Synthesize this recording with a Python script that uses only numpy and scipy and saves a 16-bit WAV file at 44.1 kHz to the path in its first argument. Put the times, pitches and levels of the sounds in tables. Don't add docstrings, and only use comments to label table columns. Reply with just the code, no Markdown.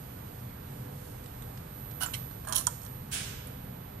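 import sys
import numpy as np
from scipy import signal
from scipy.fft import rfft, irfft
from scipy.io import wavfile
from scipy.ndimage import uniform_filter1d

SR = 44100
rng = np.random.default_rng(int(sys.argv[2]) if len(sys.argv) > 2 else 0)


def generate_wav(signal):
    frames = np.transpose(np.atleast_2d(signal))
    scaled = np.clip(frames, -1, 1) * 32767
    pcm = np.round(scaled).astype(np.int16)
    wavfile.write(sys.argv[1], SR, pcm)


N = 4 * SR

# frequency in Hz, width in Hz, level in dB.
PIPETTE = [(707, 77, 3), (990, 90, 2.5), (1340, 150, -3), (1512, 63, 7.5), (2910, 340, -6.5),
           (4200, 550, -12.5), (5250, 600, -12), (6060, 330, -7.5), (7200, 500, -17), (9640, 1000, -2.5),
           (10900, 800, -3), (11900, 600, -10), (14300, 2200, -17)]
STEM = [(1500, 700, -3.5), (3580, 250, -2), (8400, 1700, -9.5)]
VIAL = [(1110, 990, -7.5), (2170, 130, 2), (2990, 460, -2.5), (4060, 360, -4.5), (5560, 300, -5),
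        (6000, 400, -13), (7060, 390, -9), (7900, 350, -9), (9330, 550, -3), (10450, 550, -6)]
RIM = [(7310, 135, -2.5), (1340, 800, -18.5)]
HOLLOW = [(660, 90, -23), (850, 75, 3), (978, 48, 8.5), (1230, 110, -2), (1435, 89, -1)]
CAP = [(1020, 550, -0.5), (1550, 260, -12), (3200, 146, 1.5), (4100, 670, -5), (5700, 360, 0.5),
       (6780, 690, -2.5), (7850, 460, -7), (9500, 640, 3.5), (10950, 480, 1.5), (11800, 1000, -5),
       (13700, 350, -17), (14900, 1100, -17)]
THREAD = [(650, 46, 5.5), (1040, 130, 2.5), (1320, 270, -8), (1674, 80, -2), (3100, 480, -13),
          (4250, 220, -13), (5850, 410, -14), (7060, 490, -8.5), (7900, 500, -15), (9400, 200, 1.5),
          (11000, 1300, -22), (14200, 1600, -26)]
LID = [(3220, 63, -3), (4400, 330, -8), (5620, 340, -3.5), (6900, 390, 1), (8300, 340, -1),
       (8750, 750, -2.5), (9100, 540, 3.5), (10600, 500, -10), (11500, 800, -8), (14400, 770, -20)]
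GLOVE = [(1500, 810, -5), (3500, 3300, -0.5), (5650, 2100, -6), (7800, 1800, 0.5), (9700, 2200, 2)]
THINGS = {"glove": GLOVE, "pipette": PIPETTE, "stem": STEM, "vial": VIAL, "cap": CAP, "thread": THREAD,
          "lid": LID, "hollow": HOLLOW, "rim": RIM}
# start in seconds, level in dB, body in dB, treble in dB, thing.
CLICKS = [(1.242, -28, 0, 6, "glove"), (1.2602, -23.5, 5, -3, "glove"), (1.423, -21.5, -3, 0, "stem"),
          (1.5746, -23.5, 4, -15, "glove"), (1.9124, -23, 7, -11, "glove"), (2.0093, -9, 8, 3, "pipette"),
          (2.0172, -8, -4, 2, "pipette"), (2.024, -7, -15, 20, "pipette"), (2.034, -2.5, -2, 3, "pipette"),
          (2.039, -15, -15, 8, "pipette"), (2.0616, -5, 5, 0, "rim"), (2.085, -14.5, 23, -10, "pipette"),
          (2.138, -11, 0, 5, "vial"), (2.1417, -8.5, -8, -2, "vial"), (2.1484, -12, -1, -3, "vial"),
          (2.312, -22, 1, -17, "thread"), (2.4495, -16.5, 6, -6, "thread"), (2.4728, -15, -2, -2, "thread"),
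          (2.4863, -9.5, -1, 6, "thread"), (2.494, -14, 3, 2, "thread"), (2.5042, -17, -12, 16, "thread"),
          (2.5246, -0.5, -6, -2.5, "cap"), (2.5324, -6, -13, -7, "cap"), (2.547, -7, 4, 5, "cap"),
          (2.552, -7, -2, 0, "cap"), (2.5554, -4, -2, 9, "cap"), (2.559, 4.5, -21, 20, "cap"),
          (2.5629, -0.5, -8, -7, "cap"), (2.5648, 0.5, -24, 2, "cap"), (2.575, 0, -9, 10, "cap"),
          (2.579, -10, -12, -6, "cap"), (2.582, -2, -16, -2, "cap"), (2.6113, -9.5, 5, 9, "cap"),
          (2.6687, 0.5, -13, 6, "lid"), (2.6697, 3.5, 12, -3, "lid"), (2.6706, -1.5, -2, -1, "lid"),
          (2.6712, -5.5, 0, 0, "hollow"), (2.6742, -2, 0, 0, "hollow"), (2.818, -23, 0, -7, "lid"),
          (2.833, -21, -3, 0, "lid"), (2.851, -20.5, 0, 1, "lid"), (2.864, -20.5, 5, -5, "cap"),
          (3.472, -18, -19, 22, "glove"), (3.6426, -29, -20, 17, "glove")]
# start, rise, hold and 60 dB fade in seconds, slips per second,
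# level in dB, body in dB, treble in dB, thing.
SCRAPES = [(2.001, 0.019, 0.022, 0.057, 2350, -28, -1, -6, "pipette"),
           (2.049, 0.0041, 0.016, 0.064, 2600, -40, 8, -10, "pipette"),
           (2.132, 0.0023, 0.013, 0.08, 2060, -35.5, -3.5, -1, "vial"),
           (2.465, 0.0068, 0.032, 0.28, 1400, -37, 7, -1, "thread"),
           (2.509, 0.01, 0.016, 0.087, 1800, -35.5, 11, -2, "thread"),
           (2.542, 0.014, 0.005, 0.03, 1600, -34, -14, 2.5, "cap"),
           (2.574, 0.0036, 0.015, 0.082, 1500, -29, -24, 6, "cap"),
           (2.552, 0.0099, 0.054, 0.046, 1600, -41, 3, -8, "thread"),
           (2.69, 0.0088, 0.028, 0.68, 1500, -51, 0, -9, "lid")]
# frequency in Hz, left against right in dB.
LEFT_SHADOW = [(300, -7), (1000, -13), (3000, -10.5), (4900, -13.5), (5600, -9.5), (7000, -28),
               (7900, -2.5), (9400, -31), (12000, -14), (16000, -22)]

# frequency in Hz, relative level in dB.
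PUFF_SPECTRUM = [(500, -16), (1200, -18), (1480, -4), (1950, -9), (2400, -4), (3150, -2.5), (4300, -6.5),
                 (6200, -4), (8500, -1.5), (10500, -1), (12500, -13), (15500, -8)]
# frequency in Hz, seconds to fall 60 dB.
PUFF_T60 = [(1500, 1.18), (3000, 1), (6000, 0.8), (10000, 0.55), (15000, 0.22)]
# frequency in Hz, left against right in dB.
PUFF_LEFT = [(1300, -3.5), (4400, -5.5), (8100, -7.5), (15000, -9)]

# time in seconds, level in dB.
WHINE_LEVEL = [(0, -49), (1.25, -51.5), (1.45, -47.5), (1.66, -52.5), (1.76, -45), (2.05, -41.5),
               (2.2, -40.5), (2.42, -48), (2.7, -46), (2.96, -45), (3.06, -51), (3.19, -55), (3.27, -47.5),
               (4, -50.5)]
# frequency in Hz, level in dB against the median whine.
BUZZ_SPECTRUM = [(10000, -52), (10700, -51), (11200, -33), (11450, -22), (11700, -25), (11800, -34),
                 (12200, -38), (12400, -37)]

# time in seconds, treble gain in dB.
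SWISHES = [(0, -0.5), (.4, -1), (.58, -3.5), (.75, 1.5), (.9, -1.5), (1.05, 4), (1.2, 0), (1.7, -1.5),
           (2.3, 0), (4, -5)]
# frequency in Hz, relative level in dB.
VENT_SPECTRUM = [(20, -14), (38, -3), (52, -8), (80, -2), (130, 0), (185, -6.5), (260, -10), (350, -17),
                 (480, -11.5), (570, -19), (700, -15), (1500, -22), (2600, -28), (4400, -31.5),
                 (5500, -35.5), (7200, -34), (9400, -29.5), (11300, -33)]
# frequency in Hz, left against right in dB.
VENT_LEFT = [(30, 0.5), (230, -1), (380, -2), (560, -11), (750, -5.5), (2000, -6), (4400, -6.5), (6000, -3),
             (9400, -8.5), (12000, -13)]
# frequency in Hz, coherence from 0 to 1.
VENT_COHERENCE = [(30, 1), (170, 0.98), (300, 0.97), (600, 0.7), (1200, 0.27), (2500, 0.075), (15000, 0.1)]
# frequency in Hz, level on the right in dB, left against right in dB.
HUM_TONES = [(121.9, -53, 1.5), (399.7, -68, -4.5), (502, -62, -17), (598.4, -64.5, -22)]
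# frequency in Hz, seconds to fall 60 dB.
ROOM_T60 = [(300, 0.22), (2000, 0.33), (8000, 0.48), (15000, 0.21)]

LEFT_DELAY_S = 0.00064


def handling():
    out = np.zeros((2, N))
    for start, db, body_db, treble_db, thing in CLICKS:
        add(out, start, amp(db) * scatter(ring(thing, body_db, treble_db), thing))
    t = np.arange(SR // 4) / SR
    for start, rise, hold, fade, rate, db, body_db, treble_db, thing in SCRAPES:
        slips = (rng.random(len(t)) < rate / SR) * rng.choice([-1, 1], len(t))
        slips = slips * amp(5.5 * rng.uniform(-0.63, 1, len(t)))
        pressure = np.minimum(t / rise, 1) * amp(-60 * np.maximum(t - rise - hold, 0) / fade)
        force = unit(slips) * pressure
        scrape = signal.fftconvolve(force[None], ring(thing, body_db, treble_db), axes=1)
        add(out, start, amp(db) * scatter(scrape, thing))
    return out


def ring(thing, body_db, treble_db):
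    hz = np.fft.rfftfreq(4096, 1 / SR)
    power = 0
    for centre, width, db in THINGS[thing]:
        peak = amp(db) ** 2 / (1 + (2 * (hz - centre) / width) ** 2) ** 1.195
        power += peak * below(hz, centre + 2200, slope=20)
    body = below(hz, 1880, slope=8)
    treble = 1 - below(hz, 8300, slope=8)
    bass_cut = 1 - below(hz, 570, slope=4)
    gain = np.sqrt(power) * amp(body_db * body + treble_db * treble) * bass_cut
    left = minimum_phase(gain * amp(curve(LEFT_SHADOW, hz)))
    right = minimum_phase(gain)
    return np.array([left, right]) / np.linalg.norm(right)


def scatter(sound, thing, t60_s=0.039, above_hz=1590):
    left_db = 26
    right_db, delay_s = (-3, 0.00005) if thing == "lid" else (4, LEFT_DELAY_S)
    t = np.arange(2048) / SR
    echoes = rng.standard_normal((2, len(t))) * amp(-60 * t / t60_s)
    echoes = signal.sosfilt(signal.butter(2, above_hz, "high", fs=SR, output="sos"), echoes)
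    echoes *= amp([[left_db], [right_db]]) / np.linalg.norm(echoes, axis=1, keepdims=True)
    direct = np.zeros_like(echoes)
    direct[0, round(delay_s * SR)] = direct[1, 0] = 1
    size = np.linalg.norm(echoes + direct, axis=1, keepdims=True)
    bass = signal.sosfilt(signal.butter(1, above_hz, fs=SR, output="sos"), direct)
    paths = (echoes + direct) / size + (1 - 1 / size) * bass
    return signal.fftconvolve(sound, paths, axes=1)


def air_puff(start_s=3.111, rise_s=0.027, level_db=-28.5):
    left = dying_noise(PUFF_T60, lambda hz: curve(PUFF_SPECTRUM, hz) + curve(PUFF_LEFT, hz))
    right = dying_noise(PUFF_T60, lambda hz: curve(PUFF_SPECTRUM, hz))
    burst = np.array([left, right]) / right[:SR // 20].std()
    attack = np.minimum(np.arange(SR) / SR / rise_s, 1)
    out = np.zeros((2, N))
    add(out, start_s, amp(level_db) * burst * attack)
    return out


def stirrer_whine(pitch_hz=12000, ripple_hz=100, ripple_depth=0.77, left_db=-66):
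    t = np.arange(N) / SR
    ripple = 1 + ripple_depth * np.cos(2 * np.pi * ripple_hz * t)
    tone = ripple * np.cos(2 * np.pi * pitch_hz * t + [[np.pi / 2], [0]])
    sidebands = [pitch_hz + k * ripple_hz for k in range(-20, 5) if abs(k) > 1]
    trough_t = t + 0.5 / ripple_hz
    buzz = sum(amp(curve(BUZZ_SPECTRUM, hz)) * np.sin(2 * np.pi * hz * trough_t) for hz in sidebands)
    level_db = np.array([np.full(N, left_db), np.interp(t, *np.transpose(WHINE_LEVEL))])
    return amp(level_db) * unit(tone) + amp(np.median(level_db, axis=1, keepdims=True)) * buzz


def ventilation_and_swishes(level_db=-43.5, swish_hz=5140, low_hz=31.3, top_hz=12450):
    hz = np.fft.rfftfreq(4096, 1 / SR)[:, None]
    frames = N // 1024 + 3
    a, b, c, d, patches = rng.standard_normal((frames, len(hz), 5)).T
    right, diffuse = a + 1j * b, c + 1j * d
    coherence = curve(VENT_COHERENCE, hz)
    delay = np.exp(-2j * np.pi * hz * LEFT_DELAY_S * (hz > 300))
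    left = coherence * right * delay + np.sqrt(1 - coherence ** 2) * diffuse
    left *= amp(curve(VENT_LEFT, hz))
    patches = uniform_filter1d(patches, size=4, axis=1)
    flicker_db = 0.5 * unit(uniform_filter1d(patches, size=30, axis=0))
    swish_band = 1 - below(hz, swish_hz, slope=6)
    swish_db = swish_band * np.interp(np.arange(frames) * 1024 / SR, *np.transpose(SWISHES))
    gain = amp(curve(VENT_SPECTRUM, hz) + flicker_db + swish_db) * below(hz, top_hz, slope=60)
    air = signal.istft(np.array([left, right]) * gain, nperseg=4096, noverlap=3072)[1][:, :N]
    low_cut = signal.butter(4, low_hz, "high", fs=SR, output="sos")
    return amp(level_db) * unit(signal.sosfilt(low_cut, air))


def fan_hum(waver_depth=0.8, waver_hz=5.4):
    t = np.arange(N) / SR
    out = np.zeros((2, N))
    for hz, db, left_db in HUM_TONES:
        waver = 1 + waver_depth * (drift(waver_hz) + 1j * drift(waver_hz))
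        tone = (waver * np.exp(2j * np.pi * hz * t)).real
        out += amp([[db + left_db], [db]]) * unit(tone)
    return out


def room_tail(sound, left_db=-21.5, right_db=-13, blur_hz=446):
    tails = np.array([dying_noise(ROOM_T60, np.zeros_like) for _ in range(2)])
    tails *= amp([[left_db], [right_db]]) / np.linalg.norm(tails[1])
    blur_phase = 2 * np.pi * np.cumsum(blur_hz * drift(298)) / SR
    blurred = sound * np.sqrt(2) * np.cos(blur_phase)
    return signal.fftconvolve(blurred[None], tails, axes=1)[:, :N]


def dying_noise(t60, colour_db):
    hz, t, bands = signal.stft(rng.standard_normal(SR), SR, nperseg=256)
    decay = amp(-60 * t / curve(t60, hz)[:, None])
    return signal.istft(bands * decay * amp(colour_db(hz))[:, None], SR)[1][:SR]


def minimum_phase(gain):
    cepstrum = irfft(np.log(np.maximum(gain, 1e-5)))
    half = len(cepstrum) // 2
    folded = np.r_[cepstrum[0], 2 * cepstrum[1:half], np.zeros(half)]
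    return irfft(np.exp(rfft(folded)))


def drift(rate_hz):
    hz = np.fft.rfftfreq(N, 1 / SR)
    smoothing = np.exp(-(hz / rate_hz) ** 2) * (hz > 0)
    return unit(irfft(rfft(rng.standard_normal(N)) * smoothing, N))


def below(hz, corner_hz, slope):
    return 1 / (1 + (hz / corner_hz) ** slope)


def curve(points, hz):
    point_hz, value = np.transpose(points)
    return np.interp(np.log(hz + 1), np.log(point_hz + 1), value)


def amp(db):
    return 10 ** (np.asarray(db) / 20)


def unit(x):
    return x / np.sqrt(np.mean(x ** 2) + 1e-20)


def add(mix, start_s, sound):
    part = mix[..., round(start_s * SR):][..., :sound.shape[-1]]
    part += sound[..., :part.shape[-1]]


def scene():
    close = handling()
    events = close + room_tail(close[1]) + air_puff()
    return events + ventilation_and_swishes() + fan_hum() + stirrer_whine()


def record(dry):
    lowpass = signal.firwin(511, 15850, window=("kaiser", 9), fs=SR)
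    return signal.oaconvolve(dry, lowpass[None], "same")


dry = scene()
out = record(dry)
generate_wav(out)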